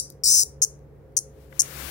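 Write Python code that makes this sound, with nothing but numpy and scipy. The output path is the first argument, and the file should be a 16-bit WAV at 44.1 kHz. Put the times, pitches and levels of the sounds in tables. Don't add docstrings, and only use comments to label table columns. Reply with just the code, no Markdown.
import sys
import numpy as np
from scipy import signal
from scipy.fft import rfft, irfft
from scipy.io import wavfile
from scipy.ndimage import uniform_filter1d, minimum_filter1d

SR = 44100
rng = np.random.default_rng(int(sys.argv[2]) if len(sys.argv) > 2 else 0)


def transcribe(signal):
    frames = np.atleast_2d(signal).T
    limited = np.clip(frames, -1, 1)
    pcm = np.round(limited * 32767).astype(np.int16)
    wavfile.write(sys.argv[1], SR, pcm)


N = 83790
LEAD = SR // 10


def tymbal(times, level_db, tuning, bright_db, top_ring, max_strokes=80, size=300):
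    # (pitch [Hz], decay [ms], buckling level [dB], spring-back level [dB])
    body_modes = [(4760, 0.25, -19.5, -20.5), (5533, 0.84, -10, -14), (6376, 0.47, 0, -10),
                  (7180, 0.65, -19.5, -5.5), (8690, 0.2, -10.5, 0), (9820, 0.74, -16, -8.5),
                  (12050, 0.45, -17, -24.5)]
    top_hz, top_ms, top_db = 15450, .5, -15
    rebound_s, rebound_spread_s, jitter_s, path_spread_s = .0013, .00027, .00012, .000016
    click_spread_db, mode_spread_db, pitch_spread = 1.3, 1.6, .017
    crackle_db, crackle_decay_s = -14, .001
    body_low_hz, thorax_band_hz, thorax_db = 4185, [1950, 3050], -26
    out, t = np.zeros((2, N + LEAD)), np.arange(size) / SR
    hz, decay_ms, *click_db = np.transpose(body_modes + [(top_hz, top_ms, top_db, top_db)])
    upper = np.arange(len(hz)) > np.argmax(click_db[0])
    per_click = rng.standard_normal((max_strokes, 2, 2))
    per_mode = rng.standard_normal((max_strokes, 2, 4, len(hz), 1))
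    crackle = rng.standard_normal((max_strokes, 2, 2, size))
    crackle *= from_db(crackle_db) * np.exp(-t / crackle_decay_s)
    age = t / (decay_ms[:, None] / 1000)
    envelope = age * np.exp(1 - age)
    for k, start in enumerate(times[:max_strokes]):
        start = start + jitter_s * per_click[k, 0, 0]
        rebound = rebound_s + rebound_spread_s * per_click[k, 1, 0]
        for click, delay in enumerate((0, rebound)):
            detune, strength, phase, path = per_mode[k, click]
            pitch = (hz * np.where(upper, 1, tuning[k]))[:, None] * (1 + pitch_spread * detune)
            pitch[-1] = top_hz
            gain = from_db(click_db[click] + mode_spread_db * strength[:, 0] + upper * bright_db)
            gain[-1] *= top_ring
            ring = [gain @ (envelope * np.sin(2 * np.pi * pitch * (t - lag) + phase))
                    for lag in (0, path_spread_s * path)]
            level = from_db(level_db[k] + click_spread_db * per_click[k, click, 1])
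            add(out, start + delay, level * (ring + crackle[k, click]))
    low_cut = signal.cheby1(10, 1, body_low_hz * np.mean(tuning), "high", fs=SR, output="sos")
    thorax = from_db(thorax_db) * cut(out, thorax_band_hz, "band")
    return signal.sosfilt(low_cut, out + 1e-18) + thorax


def stroke_times(s, per_s):
    t = np.arange(s[0], s[-1], 1 / SR)
    cycles = np.cumsum(np.interp(t, s, per_s)) / SR
    return np.interp(np.arange(np.ceil(cycles[-1])), cycles, t)


def buzz():
    # (time [s], stroke rate [1/s], level [dB], body tuning [ratio])
    effort = [(0.2363, 200, -12.5, 0.87), (.268, 273, -9, 0.85), (.31, 275, -8.5, 0.96),
              (.38, 298, -8, 0.94), (.412, 280, -10.5, 0.93), (0.436, 150, -14.5, 0.91)]
    s, per_s, db, tuning = np.transpose(effort)
    times = stroke_times(s, per_s)
    return tymbal(times, np.interp(times, s, db), np.interp(times, s, tuning), bright_db=0, top_ring=True)


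def chirps():
    # (start [s], run length [s], last stroke after [s], level [dB], tuning [ratio], brightness [dB])
    calls = [(-.03, .02, 0.027, -1, .92, 0), (0.618, .025, .0285, -5, 1.011, -6),
             (1.167, .015, 0.021, -8, 1.023, -3.5), (1.5937, 0.018, 0.024, -5, 1.012, -1.5)]
    start_per_s, end_per_s, fade_db, last_stroke_db = 330, 225, -5, -5
    out = 0
    for start, length, last, db, tuning, bright_db in calls:
        run = stroke_times([start, start + length], [start_per_s, end_per_s])
        level_db = db + np.append(fade_db * ((run - start) / length) ** 2, last_stroke_db)
        times = np.append(run, start + last)
        out = out + tymbal(times, level_db, np.full(len(times), tuning), bright_db, top_ring=False)
    return out


def ticks(decay_s=.00047, low_cut_hz=4185, size=400):
    # (time [s], level [dB])
    snaps = [(.101, -33), (.1022, -25), (.1125, -51), (.1225, -38), (.792, -55.5), (1.123, -56)]
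    out = np.zeros(N + LEAD)
    envelope = np.exp(-np.arange(size) / SR / decay_s)
    for s, db in snaps:
        add(out, s, from_db(db) * rng.standard_normal(size) * envelope)
    return cut(out, low_cut_hz, "high", order=8)


def hands_and_room(x):
    # (frequency [Hz], gain [dB])
    shade = [(4000, -7), (5800, -4.5), (8500, -10), (11000, -7), (15500, -14)]
    # (frequency [Hz], relative gain [dB])
    room_tone = [(4000, -1), (5200, -2), (6200, -0.5), (7600, 0.5), (9500, 5), (15000, 0)]
    scatter_db, scatter_decay_s, right_lag_s = -10, .0012, .0003478
    room_left_db, room_right_db, low_t60_s, treble_t60_s = -16, -19.5, .24, .19
    t = np.arange(SR) / SR
    scatter = rng.standard_normal((2, len(t))) * np.exp(-t / scatter_decay_s) * (t > .001)
    near = from_db(scatter_db) * rms_one(scatter) / np.sqrt(len(t))
    near[0, 0] += 1
    near[1] += np.sinc((t - right_lag_s) * SR)
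    left, right = signal.fftconvolve(x, near, axes=1)[:, :N + LEAD]
    white = rng.standard_normal((2, len(t)))
    low_tail = cut(white, 5600, "low") * from_db(-60 * t / low_t60_s)
    treble_tail = cut(white[::-1], 9000, "high") * from_db(-60 * t / treble_t60_s)
    tail = colour(low_tail + treble_tail, room_tone) * (t > .004) * (t < t[-1] / 2)
    tail = rms_one(tail) / np.sqrt(len(t)) * from_db([[room_left_db], [room_right_db]])
    reverb = signal.fftconvolve(x, tail, axes=1)[:, :N + LEAD]
    return (np.array([left, colour(right, shade)]) + reverb)[:, LEAD:]


def rubbing(gain):
    # (frequency [Hz], relative density [dB])
    friction_tone = [(30, -23), (70, 2.5), (200, -3), (500, -2.5), (900, -2.5), (1700, 0), (3500, -5),
                     (8000, -8), (15500, -5)]
    # (frequency [Hz], gain [dB])
    right_loss = [(100, -9), (500, -5), (1500, -33.5), (15000, -31)]
    touch_s, touch_db, touch_decay_s, touch_band_hz = 1.525, -36, .004, [700, 2400]
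    left, right = rms_one(colour(rng.standard_normal((2, N)), friction_tone)) * gain
    bass = signal.butter(2, 250, fs=SR, output="sos")
    right = right + signal.sosfiltfilt(bass, left - right)
    touch, t = np.zeros(N + LEAD), np.arange(SR // 20) / SR
    burst = rms_one(cut(rng.standard_normal(len(t)), touch_band_hz, "band", order=5))
    add(touch, touch_s, from_db(touch_db) * burst * np.exp(-t / touch_decay_s))
    return np.array([left + touch[LEAD:], colour(right, right_loss)])


def appliance_hum(swell):
    # (pitch [Hz], resting rms level [dB])
    tones = [(65.5, -55.5), (141, -53.5), (425.3, -62.5), (533.5, -61)]
    waver_db, waver_rad, swell_db = 3.13, .067, 10.5
    t, hum = np.arange(N) / SR, 0
    for k, (hz, db) in enumerate(tones):
        level_db = db + waver_db * drift(8.1) + swell_db * swell * (k == 0)
        phase = 2 * np.pi * hz * t + waver_rad * drift(6)
        hum = hum + np.sqrt(2) * from_db(level_db) * np.sin(phase)
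    return hum


def room_air(level_db=-51):
    # (frequency [Hz], relative density [dB])
    air_tone = [(25, -45), (45, -6.5), (62, 1), (125, -2.5), (190, -10), (280, -9.5), (430, -4.5),
                (650, -16), (1100, -25.5), (2100, -32.5), (2900, -43), (8000, -51), (16000, -45.5)]
    # (frequency [Hz], correlation [0-1])
    likeness = [(60, 0.68), (200, 0.96), (500, .6), (1500, .2), (5000, .01)]
    alike = at_hz(likeness, np.fft.rfftfreq(N, 1 / SR))
    mid, side = irfft(rfft(rng.standard_normal((2, N))) * np.sqrt([1 + alike, 1 - alike]), N)
    return from_db(level_db) * rms_one(colour(np.array([mid + side, mid - side]), air_tone))


def from_db(db):
    return 10 ** (np.asarray(db) / 20)


def rms_one(x):
    return x / np.sqrt(np.mean(x ** 2) + 1e-20)


def at_hz(points, hz):
    f, v = np.transpose(points)
    return np.interp(np.log(np.maximum(hz, 1)), np.log(f), v)


def colour(x, points):
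    n = x.shape[-1]
    return irfft(rfft(x) * from_db(at_hz(points, np.fft.rfftfreq(n, 1 / SR))), n)


def cut(x, hz, kind, order=2):
    return signal.sosfilt(signal.butter(order, hz, kind, fs=SR, output="sos"), x + 1e-18)


def drift(rate_hz):
    return rms_one(cut(rng.standard_normal(N + SR), rate_hz, "low")[SR:])


def add(track, s, sound):
    i = max(int(s * SR) + LEAD, 0)
    track[..., i:i + sound.shape[-1]] += sound[..., :track.shape[-1] - i]


def scene():
    # (time [s], level [dB])
    rub_swell = [(0, -83), (1.25, -73), (1.421, -56), (1.491, -60.5), (1.551, -50), (1.658, -38.5),
                 (1.74, -35.5), (1.81, -31.5), (1.9, -31.5)]
    rub = from_db(np.interp(np.arange(N) / SR, *np.transpose(rub_swell)))
    cicada = hands_and_room(buzz() + chirps() + ticks())
    return cicada + rubbing(rub) + appliance_hum(rub / rub.max()) + room_air()


def record(dry):
    ceiling, window_s, cutoff_hz = .76, .003, 15900
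    size = int(window_s * SR)
    allowed = ceiling / np.maximum(np.abs(dry).max(axis=0), ceiling)
    held = minimum_filter1d(allowed, size)
    gain = uniform_filter1d(uniform_filter1d(held, size // 2), size // 2)
    taps = signal.firwin(255, cutoff_hz, fs=SR, window=("kaiser", 8))
    return signal.fftconvolve(dry * gain, taps[None], mode="same", axes=1)


dry = scene()
out = record(dry)
transcribe(out)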